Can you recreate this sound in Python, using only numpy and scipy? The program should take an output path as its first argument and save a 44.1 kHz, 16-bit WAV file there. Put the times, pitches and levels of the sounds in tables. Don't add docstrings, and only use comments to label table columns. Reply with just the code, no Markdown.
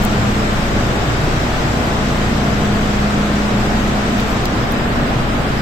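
import sys
import numpy as np
from scipy import signal
from scipy.fft import rfft, irfft, next_fast_len
from scipy.io import wavfile
from scipy.ndimage import uniform_filter1d, map_coordinates

SR = 44100
rng = np.random.default_rng(int(sys.argv[2]) if len(sys.argv) > 2 else 0)


def inscribe(sig):
    pcm = np.round(np.clip(np.atleast_2d(sig).T, -1, 1) * 32767)
    wavfile.write(sys.argv[1], SR, pcm.astype(np.int16))


def to_linear_factor(level_db):
    exponent = np.asarray(level_db, float) / 20
    return 10 ** exponent


N = 247401
CROSSOVER_HZ = 2000


def along(f, v, hz):
    return np.interp(np.log(hz + 1), np.log(np.add(f, 1)), v)


def wobble(rate):
    return map_coordinates(rng.standard_normal(int(N * rate / SR) + 4), [np.arange(N) * rate / SR])


def filtered(x, response):
    m = next_fast_len(N + 8192)
    return irfft(rfft(x, m) * response(np.fft.rfftfreq(m, 1 / SR)), m)[..., :N]


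def blotted(shape, high, wide):
    return uniform_filter1d(uniform_filter1d(rng.standard_normal(shape), size=high, axis=0), size=wide, axis=1)


def white(patchy_db):
    z = signal.stft(rng.standard_normal((2, N)), nperseg=512)[2]
    field = blotted(z.shape[1:], 6, 12)
    gain = to_linear_factor(patchy_db * field / field.std())
    return np.sqrt(SR / 2) * signal.istft(z * gain, nperseg=512)[1][:, :N]


# (multiple of the shaft rate [1], level [dB rms])
STEADY_ORDERS = [(6, -37.5), (8, -30.5), (11, -40), (12, -40), (14, -40), (15, -45), (17, -40), (19, -39.5),
                 (20, -39.5), (21, -43.5), (22, -41.5), (23, -56), (24, -54), (25, -44), (29, -41.5),
                 (33, -52), (35, -40.5)]
# (multiple of the shaft rate [1], shaft level [dB rms],
# rival level [dB rms], rival above the shaft [Hz], both in step at [s])
BEATING_ORDERS = [(1, -29.7, -25.4, -1.29, .637), (2, -26.3, -42.3, -.193, 2.122),
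                  (5, -31.9, -34.3, .264, 2.34), (7, -28.3, -25, .266, 3.203),
                  (10, -35.6, -41.9, .171, 2.873)]


def compressor():
    shaft_hz, lowest_rival_fade = 29.485, 2.5
    t = np.arange(N) / SR
    turn = 2 * np.pi * shaft_hz * t + 0.03 * wobble(1.55)
    orders = []
    for k, db, rival_db, beat_hz, in_step_s in BEATING_ORDERS:
        rival = to_linear_factor(rival_db - lowest_rival_fade * t * (round(k) == 1))
        orders.append((k, to_linear_factor(db) + rival * np.exp(2j * np.pi * beat_hz * (t - in_step_s))))
    for k, db in STEADY_ORDERS:
        orders.append((k, to_linear_factor(db + 2.33 * wobble(2.47))))
    hum = np.zeros((2, N))
    for k, size in orders:
        k = round(k)
        start = rng.uniform(0, 2 * np.pi)
        apart = 0.015 * k * rng.standard_normal()
        phase = k * turn + start + np.array([[apart], [-apart]])
        hum += np.sqrt(2) * np.imag(size * np.exp(1j * phase))
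    return hum


# (start [s], duration [s], share already crept by then [0-1])
GRIP_SHIFT = [
    (4.36, 0.18, 0.32),
    (4.42, 0.37, 0.07),
]


def grip():
    t = np.arange(N) / SR
    return np.clip([np.interp(t, [0, s, s + takes], [0, crept, 1]) for s, takes, crept in GRIP_SHIFT], 0, 1)


def rush_level(moved):
    return -0.37 - 0.24 * moved


# (frequency [Hz], level [dB per Hz])
ROAR_COLOUR = [(12, -42), (28, -41), (45, -48.5), (80, -46), (117, -36.5), (170, -44.5), (250, -44),
               (340, -48), (470, -49.5), (540, -54.5), (700, -49.5), (950, -55), (1300, -53), (2000, -58)]
# (frequency [Hz], left-right likeness [-1 to 1])
LIKENESS = [(60, 0.92), (130, 0.92), (290, 0.89), (640, 0.44), (1410, -0.15), (3100, 0.12), (6820, -0.01),
            (15000, 0.01)]


def roar():
    throb_hz, throb_width_hz = 115, 30
    throb_start_db, throb_fade = 1.5, 0.7
    moved = grip()[1]
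    low_db = -3 + 0.3 * wobble(1.16) + 0.7 * moved
    rush_db = rush_level(moved) + np.array([[0.8], [-0.8]])

    def mid_side(hz):
        angle = np.arccos(np.clip(along(*np.transpose(LIKENESS), hz), -1, 1)) / 2
        colour = to_linear_factor(along(*np.transpose(ROAR_COLOUR), hz)) * (hz < CROSSOVER_HZ)
        return colour * [np.cos(angle), np.sin(angle)]

    mid, side = filtered(white(patchy_db=0.55), mid_side)
    air = np.array([mid + side, mid - side])
    throb = filtered(air, lambda hz: np.exp(-((hz - throb_hz) / throb_width_hz) ** 2))
    air = air + (to_linear_factor(throb_start_db - throb_fade * np.arange(N) / SR) - 1) * throb
    low = filtered(air, lambda hz: 1 / (1 + (hz / 400) ** 4))
    return to_linear_factor(low_db) * low + to_linear_factor(rush_db) * (air - low)


# (frequency [Hz], first grip [dB per Hz], second grip [dB per Hz])
LEFT_SHADE = [(1970, -57, -58.5), (3090, -61.5, -64.5), (3940, -64, -66), (4100, -66.5, -70.5),
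              (5180, -67, -68.5), (5450, -70, -76.5), (8150, -68.5, -72), (8370, -72.5, -77),
              (8710, -95.5, -91), (9500, -81.5, -81), (10000, -82.5, -91), (12000, -79, -85.5),
              (14700, -82, -88), (15500, -96, -93)]
# (frequency [Hz], first grip [dB per Hz], second grip [dB per Hz])
RIGHT_SHADE = [(2000, -60, -59), (3000, -63, -62), (4000, -65, -66), (4400, -68, -70), (5200, -67.5, -69.5),
               (6000, -71, -75.5), (7000, -76, -81), (7600, -91, -86), (8600, -110, -89),
               (10000, -104, -87.5), (11800, -96, -86), (13000, -112, -86), (14700, -101, -86),
               (15600, -112, -93)]


def hiss():
    out = np.zeros((2, N))
    both_moved = grip()
    for port, noise, table, moved in zip(out, white(patchy_db=-0.02), (LEFT_SHADE, RIGHT_SHADE), both_moved):
        f, *grips = np.transpose(table)
        first, second = [filtered(noise, lambda hz: to_linear_factor(along(f, v, hz)) * (hz >= CROSSOVER_HZ)) for v in grips]
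        port += (1 - moved) * first + moved * second
    return out * to_linear_factor(rush_level(both_moved[1]))


# (time [s], peak level [dB], centre [Hz], length [ms], left over right [dB])
NAIL_TICKS = [
    (.001, -29, 13000, 1, 12),
    (.023, -21, 12000, 1, 25),
    (.037, -14, 15200, 1.2, 25),
    (.046, -21, 14000, 1.5, 25),
    (3.785, -33, 12000, 1, 22),
    (4.184, -27, 12500, 1.2, 10),
    (4.198, -5, 2200, 0.52, -20),
    (4.721, -14, 14200, 1.2, -20),
]
# (time [s], peak level [dB], length [ms])
FINGER_TAPS = [
    (.050, -10, 1.3),
    (4.204, -15, 1.01),
]
# (centre [Hz], level [dB])
FINGER_BANDS = [(8300, -1), (14000, 0)]
# (time [s], peak level [dB], length [ms])
PALM_SLAP = (4.4535, -17, 5.5)
# (centre [Hz], level [dB])
PALM_BANDS = [(4200, 2), (6800, -4), (14500, -5)]


def contacts():
    puffs = list(NAIL_TICKS)
    touches = [(tap, FINGER_BANDS, 26) for tap in FINGER_TAPS] + [(PALM_SLAP, PALM_BANDS, -1)]
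    for (s, db, ms), bands, pan_db in touches:
        puffs += [(s, db + more_db, hz, ms, pan_db) for hz, more_db in bands]
    return puffs


def sides(pan_db):
    return to_linear_factor([[min(pan_db, 0)], [min(-pan_db, 0)]])


def burst(size, hz, share):
    band = np.clip([hz * (1 - share), hz * (1 + share)], 50, 15700)
    sos = signal.butter(2, band, "band", fs=SR, output="sos")
    x = signal.sosfilt(sos, rng.standard_normal((2, size + 256)))[:, 256:]
    return x / x.std()


# (time [s], level [dB rms], length [s], centre [Hz], left over right [dB])
SKIN_RUBS = [
    (4.25, -41, 0.14, 13200, 18),
    (4.16, -43, .06, 14000, 12),
    (4.43, -50, .3, 15000, -8),
]


def hand():
    out = np.zeros((2, N))
    t = np.arange(SR // 40) / SR
    for s, db, hz, ms, pan_db in contacts():
        shape = np.exp(-((t - ms / 2000) / (ms / 2500)) ** 2)
        puff = shape * burst(len(t), hz, share=0.2)
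        puff = puff / abs(puff).max(axis=1, keepdims=True)
        out[:, round(s * SR):][:, :len(t)] += to_linear_factor(db) * sides(pan_db) * puff
    for s, db, length, hz, pan_db in SKIN_RUBS:
        size = round(length * SR)
        rub = np.hanning(size) * burst(size, hz, share=0.1)
        out[:, round(s * SR):][:, :size] += to_linear_factor(db) * sides(pan_db) * rub
    return out


def scene():
    return compressor() + roar() + hiss() + hand()


def band_rms(v):
    return np.sqrt(np.mean(v ** 2, axis=3, keepdims=True))


def sum_difference(v):
    return np.array([v[0] + v[1], v[0] - v[1]]) / np.sqrt(2)


# (frequency [Hz], finest step [dB per Hz], most band rms over step [dB], mottling [dB])
TREBLE_GRAIN = [(2800, -76, 14, 0), (4300, -78, 14, 2), (5700, -75, 12, 6), (6600, -80, 12, 2.5),
                (7300, -80, 12, 1), (8200, -81, 12, 1), (8400, -82, -3, 3), (9200, -83, -3, 4.5),
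                (10300, -92, -1.5, 5.5), (12000, -95, 0, 5.5), (13800, -95, 1, 5.5), (14700, -91, 0, 5),
                (15300, -82, -4, 4), (16000, -70, -5, 4)]
# (from [Hz], to [Hz], share of frames left empty [0-1])
DROPOUTS = [(9300, 9600, .22), (10000, 10300, .05), (14800, 16500, .3)]


def thinned(x):
    frame, offset, band = 1024, 425, 32
    n, k = np.arange(2 * frame)[:, None] + 0.5, np.arange(frame) + 0.5
    window = np.sqrt(2 / frame) * np.sin(np.pi * n / (2 * frame))
    basis = window * np.cos(np.pi / frame * (n + frame / 2) * k)
    lead = 2 * frame - offset
    blocks = np.pad(x, ((0, 0), (lead, 2 * frame + -(N + lead) % frame))).reshape(2, -1, frame)
    lines = blocks[:, :-1] @ basis[:frame] + blocks[:, 1:] @ basis[frame:]
    lines = lines.reshape(2, -1, frame // band, band)
    count = lines.shape[1]
    hz = (np.arange(frame // band)[:, None] + 0.5) * band * SR / (2 * frame)
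    f, finest_db, fine_db, mottle_db = np.transpose(TREBLE_GRAIN)

    blots = blotted((count, frame), 2, 7)
    dips = np.minimum(blots / blots.std(), 0.5).reshape(lines.shape[1:])
    depth_db = along(f, mottle_db, hz)
    shifted = np.arange(count) * frame / SR > GRIP_SHIFT[0][0] + GRIP_SHIFT[0][1]
    lines = lines * to_linear_factor((1.2 + 0.6 * shifted)[:, None, None] * depth_db * dips - 0.1 * depth_db)

    level = band_rms(lines)
    joint = level.max(axis=0) < to_linear_factor(5) * level.min(axis=0)
    turned = np.where(joint, sum_difference(lines), lines)
    rms = band_rms(turned)
    finest = np.sqrt(SR / 2) * to_linear_factor(along(f, finest_db, hz))
    step = np.maximum(finest, rms / to_linear_factor(along(f, fine_db, hz) - 6 * joint))
    step = step * to_linear_factor(2.2 * rng.standard_normal(rms.shape))
    coarse = np.sign(turned) * np.floor(abs(turned) / step + 0.4) * step
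    coarse = np.where(joint, sum_difference(coarse), coarse)

    s = (np.arange(count) * frame + frame - lead) / SR
    chance = np.convolve(rng.random(count) < 0.035, np.ones(3), "same") > 0
    touched = abs(s[:, None] - np.transpose(contacts())[0]).min(axis=1) < frame / SR
    attack = (chance | touched)[:, None, None]
    coarse = np.where(attack, lines * (level > 0.35 * finest), coarse)
    for low_hz, high_hz, share in DROPOUTS:
        luck = uniform_filter1d(rng.standard_normal(count), size=3)
        first, last = (int(v * 2 * frame / (band * SR)) for v in (low_hz, high_hz))
        coarse[:, (luck < np.quantile(luck, share)) & ~touched, first:last + 1] = 0

    lines = np.where(hz < f[0], lines, coarse).reshape(2, -1, frame)
    out = np.zeros_like(blocks)
    out[:, :-1] += lines @ basis[:frame].T
    out[:, 1:] += lines @ basis[frame:].T
    return out.reshape(2, -1)[:, lead:lead + N]


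def top_cut(x):
    return signal.sosfilt(signal.butter(12, 16390, fs=SR, output="sos"), x)


def record(dry):
    mix = thinned(dry)
    return top_cut(mix)


dry = scene()
out = record(dry)
inscribe(out)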